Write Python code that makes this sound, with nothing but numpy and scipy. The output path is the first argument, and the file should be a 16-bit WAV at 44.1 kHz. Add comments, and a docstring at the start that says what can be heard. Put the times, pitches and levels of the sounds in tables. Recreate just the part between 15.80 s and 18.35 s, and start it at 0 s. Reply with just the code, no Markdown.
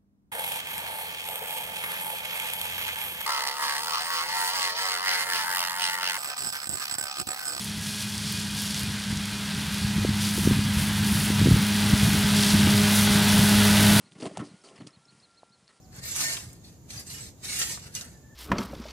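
"""A low outdoor rumble and a thin hiss of air are heard first, with a faint, far animal call and one chirp.
Then a metal rake is pushed and pulled through dry sand in a horse pen, a few metres from a sheet roof.
Countless grain impacts add up to a crackle and excite the modes of the rake head; stones crack against
it, tines ring as they flick free, and weight thuds on the sand. Ground, rails and roof reflect the rake.
Near the end the far animal calls again in three short notes."""
import sys
import numpy as np
from scipy import signal
from scipy.fft import rfft, irfft, next_fast_len
from scipy.io import wavfile

SR = 44100
rng = np.random.default_rng(int(sys.argv[2]) if len(sys.argv) > 2 else 0)


def persist_wave(psi):
    """Save psi, clipped to +-1, as 16-bit WAV."""
    counts = np.round(np.clip(psi, -1, 1) * 32767).astype(np.int16)
    wavfile.write(sys.argv[1], SR, np.atleast_2d(counts).T)


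N = 112454
TIME = np.arange(N) / SR
FULL_STROKE_DB = -30   # reference level for the grain rate and the drag rumble


def from_db(db):
    """Amplitude ratio: tenfold for every 20 dB."""
    return 10 ** (np.asarray(db) / 20)


def rms_one(x):
    """Normalisation to unit mean power."""
    return x / np.sqrt(np.mean(x ** 2) + 1e-20)


def at_hz(points, hz):
    """Interpolation of a table on a log-frequency axis."""
    f, value = np.transpose(points)
    return np.interp(np.log(hz + 1), np.log(f), value)


def drift(rate_hz):
    """Low-passed noise: a slow random fluctuation of rms 1."""
    r = np.exp(-80 * np.pi * rate_hz / SR)
    slow = signal.lfilter([1], [1, -2 * r, r * r], rng.standard_normal(N // 40 + 2002))[2000:]
    return np.interp(np.arange(N) / 40, np.arange(len(slow)), rms_one(slow))


def ring(x, hz, t60):
    """Damped resonator: a unit impulse starts a sine of height 1 that falls 60 dB in t60 seconds."""
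    r, w = from_db(-60 / (t60 * SR)), 2 * np.pi * hz / SR
    return signal.lfilter([0, np.sin(w)], [1, -2 * r * np.cos(w), r * r], x + 1e-18)


def colour(x, gain_at):
    """Linear filtering: the spectrum is multiplied by a gain curve."""
    size = next_fast_len(N + SR // 2)
    return irfft(rfft(x, size) * gain_at(np.fft.rfftfreq(size, 1 / SR)), size)[..., :N]


def shaped(x, spectrum):
    """Spectral shaping by a table of levels, scaled to rms 1."""
    return rms_one(colour(x, lambda hz: from_db(at_hz(spectrum, hz))))


def reflect(x, t60):
    """Diffuse reverberation: convolution with decaying noise of unit energy, different in each ear."""
    t = TIME[:SR // 2]
    tail = rng.standard_normal((2, len(t))) * from_db(-60 * t / t60)
    tail /= np.sqrt(np.sum(tail ** 2, axis=1, keepdims=True))
    return signal.fftconvolve(x[None], tail, axes=1)[:, :len(x)]


# Likeness of left and right. 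Each row: frequency in Hz, correlation from 0 to 1.
COHERENCE = [(100, 0.92), (300, 0.88), (1500, 0.33)]

def diffuse_pair(mid, side):
    """Spatial coherence: long waves reach both ears alike, short ones less so."""
    common = colour(mid, lambda hz: np.sqrt(1 + at_hz(COHERENCE, hz)))
    opposed = colour(side, lambda hz: np.sqrt(1 - at_hz(COHERENCE, hz)))
    return common + opposed * [[1], [-1]]


# Spectra of the rumble and the air. Each row: frequency in Hz, relative spectral density in dB.
RUMBLE_SPECTRUM = [(28, -26.5), (65, -1), (130, 0.5), (190, -5), (300, -11), (700, -21), (2500, -40)]
AIR_SPECTRUM = [(3000, -3), (5500, 1), (7000, 12), (8500, -8), (15000, -0.5)]

def outdoors(hiss, rumble_db=-52.5, drag_db=-47.5, air_db=-63):
    """Incoherent sources add in power: the rumble grows as the rake drags, under a steady hiss of air."""
    drag = from_db(drag_db) * (hiss / from_db(FULL_STROKE_DB)) ** 0.21
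    rumble = shaped(diffuse_pair(*rng.standard_normal((2, N))), RUMBLE_SPECTRUM)
    air = shaped(rng.standard_normal((2, N)), AIR_SPECTRUM)
    return rumble * np.hypot(from_db(rumble_db), drag) + air * from_db(air_db + np.array([[-2], [2]]))


# One long note and three short ones. Each row: start in seconds, length in seconds, pitch in Hz,
# level of the fundamental in dB, level of the octave in dB.
CALL_NOTES = [(-.03, 0.22, 749, -67, -80), (2.326, 0.064, 875, -72, -65), (2.422, 0.066, 880, -70, -65),
              (2.488, 0.07, 884, -66, -61)]

def far_animal(waver=.014):
    """Frequency modulation: a voice of two harmonics wavers by a small fraction of its pitch."""
    out = np.zeros(N)
    for start, length, hz, fundamental_db, octave_db in CALL_NOTES:
        phase = 2 * np.pi * np.cumsum(hz * (1 + waver * drift(59))) / SR
        swell = np.sqrt(np.abs(np.sin(np.pi * np.clip((TIME - start) / length, 0, 1))))
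        out += swell * (from_db(fundamental_db) * np.sin(phase) + from_db(octave_db) * np.sin(2 * phase))
    return out


# Pitch contour of the chirp. Each row: time in seconds, frequency in Hz.
CHIRP_CONTOUR = [(0.009, 3880), (0.029, 5750), (0.068, 3770)]

def bird(level_db=-62):
    """A pure tone glides up and down; its phase is the integral of its frequency."""
    times, hz = np.transpose(CHIRP_CONTOUR)
    swell = np.sin(np.pi * np.clip((TIME - times[0]) / (times[-1] - times[0]), 0, 1))
    phase = 2 * np.pi * np.cumsum(np.interp(TIME, times, hz)) / SR
    return from_db(level_db) * swell * np.sin(phase)


# Strokes of the rake. Each row: start, deepest bite and lift in seconds, hiss envelope at the deepest
# bite in dB, swell up to it in dB, release in dB per second, grit envelope relative to the hiss in dB.
RAKE_STROKES = [(0.128, 0.193, 0.2, -49, 8, 230, -2), (0.236, 0.32, 0.33, -36.5, 4.5, 202, -15.5),
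                (0.345, 0.405, 0.55, -27.5, 9.5, 129, -9), (0.846, 0.847, 0.83, -51.5, 2.5, 131.5, -16),
                (1.103, 1.209, 1.21, -44, 3.5, 338.5, -14), (1.268, 1.329, 1.473, -41.5, 7, 300, -13.5),
                (1.644, 1.654, 1.706, -39, 0, 153, -13), (1.732, 1.803, 1.84, -29.5, 4.5, 208, -16),
                (1.854, 1.918, 1.931, -36, 2.5, 200, -14), (2.024, 2.082, 2.08, -51, 2.5, 273, -4.5),
                (2.145, 2.157, 2.192, -36.5, 7.5, 241, -15.5), (2.215, 2.213, 2.202, -42.5, 3, 134, -3)]

def stroke_envelopes(attack_s=0.027, skim_db=-10, skim_db_per_s=339, judder_db=1.1, judder_hz=32):
    """Ploughing friction: the tines skim, bite, pile up sand and lift, juddering as they go."""
    hiss, crunch = np.zeros((2, N))
    for start, deepest, lift, db, swell_db, release_db_per_s, grit_db in RAKE_STROKES:
        before, after = np.maximum(start - TIME, 0), np.maximum(TIME - lift, 0)
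        attack_db = skim_db * np.minimum(before / attack_s, 1) - skim_db_per_s * before
        depth_db = np.interp(TIME, [start, deepest, lift], [-swell_db, 0, -swell_db])
        bite = from_db(db + attack_db + depth_db - release_db_per_s * after)
        hiss = np.hypot(hiss, bite)
        crunch = np.hypot(crunch, bite * from_db(grit_db))
    judder = from_db(judder_db * drift(judder_hz))
    return hiss * judder, crunch * judder


def grains(level, full_stroke_per_s=14000, spread_db=2.5):
    """Shot noise of rms 1: grains click at random, and a harder stroke sets more of them moving."""
    chance = np.clip(full_stroke_per_s / SR * np.sqrt(level / from_db(FULL_STROKE_DB)), .02, 1)
    sizes = from_db(spread_db * np.minimum(rng.exponential(1, N), 5)) * rng.choice([-1, 1], N)
    return rms_one(sizes * (rng.random(N) < chance) / np.sqrt(chance))


# Spectra of fine sand and coarse grit. 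Each row: frequency in Hz, relative spectral density in dB.
SAND_SPECTRUM = [(1200, -18.5), (2100, -4.5), (3200, -6), (4500, 0.5), (7800, -0.5), (10000, -6),
                 (14000, -13)]
GRIT_SPECTRUM = [(80, -10), (500, -2.5), (690, 1.5), (950, -1), (1800, 4.5), (3000, -14.5)]

def sand(hiss, crunch, fine_gain_db=2):
    """Superposed impacts: fine sand hisses and coarse grit crunches past the tines."""
    fine = from_db(fine_gain_db) * hiss * shaped(grains(hiss), SAND_SPECTRUM)
    coarse = crunch * shaped(grains(hiss), GRIT_SPECTRUM)
    return fine + coarse


# Modes of the rake head. Each row: frequency in Hz, relative level in dB, 60 dB decay time in seconds.
HEAD_MODES = [(1840, -6, 0.076), (2186, -1.5, 0.027), (2850, -5.5, 0.02), (4320, -0.5, 0.032),
              (6120, 3.5, 0.062), (7270, 7, 0.016), (7790, -0.5, 0.021)]

def rake_head(hiss, rub_db=-15.5, wander_db=5.5, knock_db=-30.5):
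    """Modal resonance: grains and stones ring the head; each mode's share wanders as other tines dig in."""
    times, stone_db, _ = np.transpose(STONE_STRIKES)
    out = np.zeros(N)
    for hz, mode_db, t60 in HEAD_MODES:
        rubbing = grains(hiss) * from_db(wander_db * drift(4.0))
        rubbed = from_db(rub_db) * hiss * rms_one(ring(rubbing, hz, t60))
        knocks = np.zeros(N)
        knocks[(times * SR).astype(int)] = from_db(stone_db + knock_db) * rng.standard_normal(len(times))
        out += from_db(mode_db) * (rubbed + ring(knocks, hz, t60))
    return out


# Stereo balance of the rake. Each row: frequency in Hz, level of left over right in dB.
RAKE_BALANCE = [(100, 6), (1300, 4.5), (4000, 4.5), (8100, -7)]

def pen(x, scatter_db, scatter_t60_s=0.052, renew_s=.07, roof_db=-15.5, roof_t60_s=0.63):
    """Scattering: reflections off ground and rails shift as the rake moves; the roof adds a faint tail."""
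    roof = from_db(roof_db) * reflect(x, roof_t60_s)
    step = int(renew_s * SR)
    scatter = np.zeros((2, N))
    for centre in range(0, N + step, step):
        near = np.arange(max(centre - step, 0), min(centre + 2 * step, N))
        crossfade = np.sqrt(np.clip(1 - np.abs(near - centre) / step, 0, 1))
        scatter[:, near] += reflect(x[near] * crossfade, scatter_t60_s)
    direct = np.array([x, np.interp(TIME - .0001, TIME, x)])   # the right ear hears it 0.1 ms later
    both = (direct + from_db(scatter_db) * scatter + roof) / np.sqrt(1 + from_db(scatter_db) ** 2)
    return colour(both, lambda hz: from_db(at_hz(RAKE_BALANCE, hz) * np.array([[.5], [-.5]])))


# Tines striking stones. Each row: start in seconds, peak at the source in dB, centre frequency in Hz.
STONE_STRIKES = [(0.163, -36, 11100), (0.286, -23, 8060), (.362, -14.5, 8050), (0.41, -33, 693),
                 (0.568, -23.5, 2620), (0.573, -32.5, 1110), (0.73, -34.5, 8500), (1.104, -25, 3840),
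                 (1.195, -27.5, 8600), (1.652, -29, 4970), (1.789, -16, 10000), (1.816, -11, 4200),
                 (1.814, -34, 1550), (1.827, -17, 4540), (1.974, -31, 1370), (2.15, -16, 6630),
                 (2.21, -25, 5200)]

def stones(decay_s=0.0021, relative_bandwidth=0.41):
    """Hard impact: a brief contact gives a broad band of noise, pitched by the size of the stone."""
    out = np.zeros(N)
    edge = 1 + relative_bandwidth / 2
    for start, db, hz in STONE_STRIKES:
        burst = rng.standard_normal(N) * (TIME >= start) * np.exp(-np.abs(TIME - start) / decay_s)
        band = signal.butter(1, [hz / edge, hz * edge], "band", fs=SR, output="sos")
        crack = signal.sosfilt(band, burst + 1e-18)
        out += from_db(db) * crack / np.abs(crack).max()
    return out


# The rake and footsteps landing on sand. Each row: start in seconds, level in dB.
SAND_THUDS = [(.178, -33.5), (0.665, -33), (1.159, -35.5), (1.323, -35), (1.412, -37), (1.467, -36),
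              (1.647, -39), (1.984, -38.5), (2.055, -34), (2.299, -39.5), (2.379, -41)]

def thuds(body_hz=119, t60_s=0.0415, push_decay_s=0.0053):
    """Soft impact: weight landing on sand excites a low, heavily damped resonance."""
    push = np.zeros(N)
    for start, db in SAND_THUDS:
        envelope = (TIME >= start) * np.exp(-np.abs(TIME - start) / push_decay_s)
        push += from_db(db) * envelope * rng.standard_normal(N)
    bass_band = signal.butter(2, [60, 260], "band", fs=SR, output="sos")
    body = signal.sosfilt(bass_band, ring(push, body_hz, t60_s))
    return body / np.abs(body).max() * from_db(max(db for _, db in SAND_THUDS))


# The rake catching. Each row: centre in seconds, half length in seconds, level in dB, pitch in Hz.
CATCH_TONES = [(0.468, 0.012, -36, 1815), (0.478, 0.065, -38, 1815), (0.53, 0.1, -55, 690),
               (0.255, 0.035, -48, 1830)]

def catches(waver=.004):
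    """Friction-driven vibration: the rake sings while it catches, its notes wavering together."""
    wavering_time = np.cumsum(1 + waver * drift(38)) / SR
    out = np.zeros(N)
    for centre, half_length, db, hz in CATCH_TONES:
        swell = np.exp(-((TIME - centre) / half_length) ** 2)
        out += from_db(db) * swell * np.sin(2 * np.pi * hz * wavering_time)
    return out


# Tines flicking free of the sand. Each row: start in seconds, level in dB, pitch in Hz.
TINE_FLICKS = [(0.253, -30, 12100), (0.311, -30, 7300), (.846, -49.5, 4366), (1.104, -41, 8100),
               (1.176, -34.5, 4750), (1.267, -41, 8090), (1.329, -45, 11400), (1.408, -35, 7730),
               (2.158, -35.5, 2860)]

def tines(t60_s=.13):
    """Free vibration: a released tine rings at its natural frequency and decays exponentially."""
    out = np.zeros(N)
    for start, db, hz in TINE_FLICKS:
        age = np.maximum(TIME - start, 0)
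        out += from_db(db - 60 * age / t60_s) * np.sin(2 * np.pi * hz * age)
    return out


def scene():
    """Superposition of the rake in the pen, far animals heard through the trees, and the outdoor air."""
    hiss, crunch = stroke_envelopes()
    scraping = pen(sand(hiss, crunch) + rake_head(hiss), scatter_db=8.5)
    contacts = pen(stones() + tines(), scatter_db=3)
    singing = pen(catches(), scatter_db=-12)
    animals = far_animal() + bird()
    landings = thuds()
    animal_echo = from_db(-3) * reflect(animals, t60=0.18)
    return outdoors(hiss) + animals + animal_echo + scraping + contacts + landings + singing


def record(dry):
    """Band limiting: a steep low-pass filter removes the treble above 14.7 kHz."""
    return signal.sosfilt(signal.ellip(12, .1, 80, 14700, fs=SR, output="sos"), dry)


dry = scene()
out = record(dry)
persist_wave(out)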